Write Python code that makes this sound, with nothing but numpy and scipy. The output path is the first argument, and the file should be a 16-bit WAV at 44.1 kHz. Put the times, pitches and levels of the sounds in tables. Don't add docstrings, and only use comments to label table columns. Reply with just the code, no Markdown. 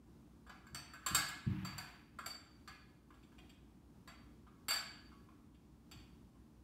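import sys
import numpy as np
from scipy import signal
from scipy.fft import rfft, irfft
from scipy.io import wavfile
from scipy.ndimage import uniform_filter1d

SR = 44100
rng = np.random.default_rng(int(sys.argv[2]) if len(sys.argv) > 2 else 0)


def pcm_store(signal):
    levels = np.round(np.clip(np.atleast_2d(signal), -1, 1) * 32767)
    wavfile.write(sys.argv[1], SR, levels.astype(np.int16).T)


N = 292632
TIME = np.arange(N) / SR
RING = np.arange(int(.8 * SR)) / SR
MIDDLING_DB = -53.5
HELD_S = .009


def undb(db):
    return 10 ** (np.asarray(db) / 20)


def unit(x):
    return x / np.sqrt(np.mean(x ** 2))


def on_log_axis(hz, points):
    f, value = np.transpose(points)
    return np.interp(np.log(np.maximum(hz, 1)), np.log(f), value)


def noise(colour, size):
    gain = undb(on_log_axis(np.fft.rfftfreq(size, 1 / SR), colour))
    return unit(irfft(rfft(rng.standard_normal(size)) * gain, size))


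def wander(size):
    return unit(uniform_filter1d(uniform_filter1d(rng.standard_normal(N), size), size))


def fade(t60):
    return np.exp(-np.log(1000) * RING / t60)


def add(track, s, sound):
    start = int(s * SR)
    track[start:start + len(sound)] += sound[:N - start]


def ring(modes, scatter_db):
    chance = rng.standard_normal((len(modes), 2))
    return sum(np.sign(side) * undb(db + scatter_db * spot) * np.sin(2 * np.pi * hz * RING) * fade(t60)
               for (hz, db, t60), (spot, side) in zip(modes, chance))


# f/Hz, relative level/dB
AIR_COLOUR = [(20, -24.5), (40, -10.5), (60, 4.5), (90, -3.5), (130, -3), (180, -2.5), (230, -4),
              (310, -3.5), (400, -14), (520, -21.5), (1000, -22), (2000, -34.5), (5000, -36.5),
              (16000, -43.5)]
# f/Hz, level/dB
HUM_LINES = [(59.5, -70.5), (226, -73.5), (296, -78), (9001, -100)]
def room_tone():
    hum = sum(np.sqrt(2) * undb(db) * np.sin(2 * np.pi * (hz * TIME + rng.random()))
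              for hz, db in HUM_LINES)
    rumble = undb(-62.5 + 0.99 * wander(size=5000)) * noise(AIR_COLOUR, N)
    return rumble + hum


# f/Hz, t60/s
KITCHEN_DECAY = [(100, 0.54), (500, 0.6), (1500, 0.7), (3000, 0.75), (5000, 0.57), (8000, .43),
                 (12000, 0.33), (16000, 0.19)]
def kitchen(early_t60=.07, build_s=0.0017):
    white = rfft(rng.standard_normal(len(RING)))
    hz = np.fft.rfftfreq(len(RING), 1 / SR)
    centres, t60s = np.transpose(KITCHEN_DECAY)
    bands = [on_log_axis(hz, list(zip(centres, weights))) for weights in np.eye(len(centres))]
    tail = sum(irfft(white * band, len(RING)) * fade(t60) for band, t60 in zip(bands, t60s))
    tail *= 1 - np.exp(-RING / build_s)
    sparse = rng.standard_normal(len(RING)) ** 3
    early = sparse * fade(early_t60)
    return early / np.linalg.norm(early), tail / np.linalg.norm(tail)


def at_mic(sound, room, db, early_db, tail_db):
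    early, tail = room
    response = (RING == 0) + undb(early_db) * early + undb(tail_db) * tail
    wet = signal.fftconvolve(sound, response)[:len(RING)]
    return wet * undb(db) / np.sqrt(np.mean(wet[:round(.03 * SR)] ** 2))


# f/Hz, relative level/dB
CLOTH_COLOUR = [(300, -9.5), (900, 13.5), (2500, 11.5), (5000, -6.5), (8000, -15.5), (13000, -12),
                (16000, -12)]
# peak t/s, level/dB, rise/s, fall/s
CLOTH_SWISHES = [(.87, -71.5, 0.042, 0.33), (1.58, -58.5, 0.12, 0.36)]
def clothes(fidget_db=-91.5):
    swell = sum(undb(db) * np.exp(-((TIME - s) / np.where(TIME < s, rise_s, fall_s)) ** 2)
                for s, db, rise_s, fall_s in CLOTH_SWISHES)
    return noise(CLOTH_COLOUR, N) * (swell + undb(fidget_db)) * undb(2.0 * wander(size=900))


# f/Hz, relative level/dB, t60/s
FRAME_MODES = [(58, -8.5, 0.056), (78.5, -3, .15), (101.9, -1, 0.16), (127.6, 0, 0.098),
               (141.7, -7.5, 0.26), (186.4, -1.5, 0.17), (233.6, -8, 0.13), (306.8, -11.5, 0.15),
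               (356, -15.5, .08)]
# t/s, level/dB
TABLE_BUMPS = [(0.724, -55), (1.107, -47.5), (1.125, -45.5), (1.172, -53), (1.463, -34), (1.489, -38.5),
               (1.518, -40.5), (1.566, -43), (1.622, -48), (1.724, -54), (5.955, -56.5)]
def bumps(swell_s=0.0082):
    out = np.zeros(N)
    push = 1 - np.exp(-(RING / swell_s) ** 2)
    for s, db in TABLE_BUMPS:
        thud = ring(FRAME_MODES, scatter_db=4.0) * push
        add(out, s, at_mic(thud, kitchen(), db, early_db=-9.5, tail_db=-5.5))
    return out


# f/Hz, relative level/dB, t60/s
TABLETOP_MODES = [(713, -3.5, 0.059), (834, -11, 0.02), (1045, 3.5, 0.041), (1122.5, -11, 0.36),
                  (1218, -1, 0.064), (1355.4, 3, 0.031), (1650, -20.5, .04), (1528, -4, 0.094),
                  (1645, -7.5, .18), (1693, -8, 0.21), (2152, -3.5, 0.14), (2180, -18.5, .1),
                  (2552, -7.5, 0.25)]
def tabletop(room, level_db, centre_hz, db_per_octave=21):
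    modes = [(hz, db - db_per_octave * abs(np.log2(hz / centre_hz)), t60)
             for hz, db, t60 in TABLETOP_MODES]
    return at_mic(ring(modes, scatter_db=-1.5), room, level_db, early_db=0.0, tail_db=-1.0)


# f/Hz, relative level/dB
CLICK_COLOUR = [(250, -29.5), (480, -17.5), (700, 8.5), (1000, 2.5), (1900, 4.5), (2450, 6), (2800, -3.5),
                (3350, -2), (4050, -9.5), (5200, -14), (5900, -10), (6500, -22.5), (9000, -30),
                (16000, -39.5)]
EDGE_COLOUR = [(2000, -23), (4500, 6.5), (5900, -6.5), (6500, -9.5), (7400, 8), (8400, 5), (9400, -10.5),
               (10050, 1.5), (11000, -7.5), (11800, 3), (12700, 3), (14000, -5.5), (15500, -2)]
def contact(room, click_db, high_ring_db):
    edge_db = MIDDLING_DB + 1 + 0.98 * (high_ring_db - MIDDLING_DB)
    click = noise(CLICK_COLOUR, len(RING)) * fade(t60=0.045)
    edge = noise(EDGE_COLOUR, len(RING)) * fade(t60=.018)
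    return (at_mic(click, room, click_db, early_db=5.0, tail_db=10.0)
            + at_mic(edge, room, edge_db, early_db=0.0, tail_db=3.0))


# f/Hz, relative level/dB, t60/s
SPOON_MODES = [(2286, 2, 0.052), (2490, 4, 0.075), (2725, 2, 0.054), (2840, 1, .09), (3010, 0, 0.078),
               (3170, -0.5, 0.049), (3210, 1.5, .06), (3251, 1.5, 0.054), (3470, 2, .07),
               (3580, -8.5, 0.098), (3710, -1, 0.099), (4050, -10, 0.023), (5380, -12.5, .04),
               (5720, -6, 0.031), (6200, -9.5, 0.017)]
def spoon(room, db):
    return at_mic(ring(SPOON_MODES, scatter_db=2.0), room, db, early_db=4.5, tail_db=3.0)


# f/Hz, relative level/dB, t60/s
GLASS_MODES = [(4601, 0, .24), (4619, -3, .1), (4530, -6, .07), (4675, -10, .05), (7373, -1, .1),
               (7424, 1, .16), (7488, -6, .06), (5701, -23, .05), (6002, -18, .11), (8140, -8, .05),
               (8265, -6, .06), (8315, -10, .08), (9092, -17, .07), (9991, -9, .1), (12350, -12, .04),
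               (12640, -13, .04)]
def glass(room, low_db, high_db, free_s, split_hz=6500, damp_s=0.0044):
    grip = np.exp(-np.maximum(RING - free_s, 0) / damp_s)
    low = grip * ring([mode for mode in GLASS_MODES if mode[0] < split_hz], scatter_db=2)
    high = grip * ring([mode for mode in GLASS_MODES if mode[0] >= split_hz], scatter_db=2)
    return (at_mic(low, room, low_db, early_db=1.0, tail_db=0.0)
            + at_mic(high, room, high_db, early_db=-1.0, tail_db=-5.5))


def touch(table_db, table_hz, glass_db, click_db, spoon_db, bright_db, free_s=HELD_S):
    room = kitchen()
    high_db = glass_db + bright_db
    graze = 1 - np.exp(-RING / 0.00078)
    return graze * (tabletop(room, table_db, table_hz) + spoon(room, spoon_db)
                    + contact(room, click_db, high_db) + glass(room, glass_db, high_db, free_s))


# t/s, spoon level/dB, glass level/dB
SPOON_TICKS = [(3.139, -78.5, -84.5), (3.228, -75, -83), (3.382, -65, -78), (3.494, -68, -75.5),
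               (5.545, -80.5, -90), (5.913, -62.5, -63.5), (5.998, -72.5, -80)]
def ticks():
    out = np.zeros(N)
    for s, db, glass_db in SPOON_TICKS:
        add(out, s, touch(table_db=db - 8.5, table_hz=1200, glass_db=glass_db,
                          click_db=db - 4.5, spoon_db=db, bright_db=-3))
    return out


# t/s, tabletop level/dB, centre f/Hz, glass level/dB
FOOT_KNOCKS = [(0.466, -62, 1290, -82), (.667, -63, 1520, -76.5), (.935, -54, 1560, -68),
               (2.187, -47.5, 1260, -66.5), (3.104, -65, 1300, -91.5), (3.319, -72, 1240, -97),
               (4.467, -66, 1200, -94.5), (5.118, -65, 1253, -90.5), (5.285, -67, 1150, -102),
               (6.349, -78, 1000, -99)]
def knocks():
    out = np.zeros(N)
    for s, db, hz, glass_db in FOOT_KNOCKS:
        add(out, s, touch(db, hz, glass_db, click_db=db - 14.5, spoon_db=db - 17, bright_db=0))
    return out


# t/s, tabletop level/dB, tabletop centre f/Hz, glass level/dB, brightness/dB, free ring/s
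SPOON_CLINKS = [ (.494, -57, 1400, -71.5, -4.5, 0.0066), (.746, -55, 1350, -51.5, -2.5, 0.0028),
                (1.062, -43.5, 1430, -46.5, 3.5, 0.0033), (1.084, -51, 1400, -54, -2, .01),
                (1.147, -38.5, 1480, -41.5, 6.5, .12), (1.174, -42, 1650, -52.5, 0.5, .02),
                (1.285, -51.5, 1620, -61.5, 5.5, 0.027), (1.648, -53, 1330, -52.5, -6, 0.16),
                (1.78, -53, 1450, -50.5, -4, 0.0084), (2.260, -53.5, 1420, -51, -1, 0.064),
                (2.676, -55.5, 1740, -61, -7, 0.0074), (4.075, -61, 1290, -65, -5, 0.18),
                (4.683, -46, 1540, -42.5, -2.5, 0.068), (4.707, -43.5, 1670, -41, -5.5, 0.095),
                (4.732, -62, 1700, -44.5, -6.5, .035), (4.754, -54, 1660, -50, -12, 0.023)]
def clinks():
    out = np.zeros(N)
    for s, table_db, table_hz, glass_db, bright_db, free_s in SPOON_CLINKS:
        force_db = (table_db + glass_db) / 2 - MIDDLING_DB
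        click_db = -55.5 + 0.58 * force_db
        spoon_db = -62 + 1.5 * force_db
        add(out, s, touch(table_db, table_hz, glass_db, click_db, spoon_db, bright_db, free_s))
    return out


def scene():
    return (room_tone() + clothes() + bumps() + clinks() + knocks() + ticks())[None]


def record(dry, bass_hz=40, top_hz=15650):
    thin = signal.sosfilt(signal.butter(2, bass_hz, "high", fs=SR, output="sos"), dry)
    return signal.sosfilt(signal.ellip(10, .2, 80, top_hz, fs=SR, output="sos"), thin)


dry = scene()
out = record(dry)
pcm_store(out)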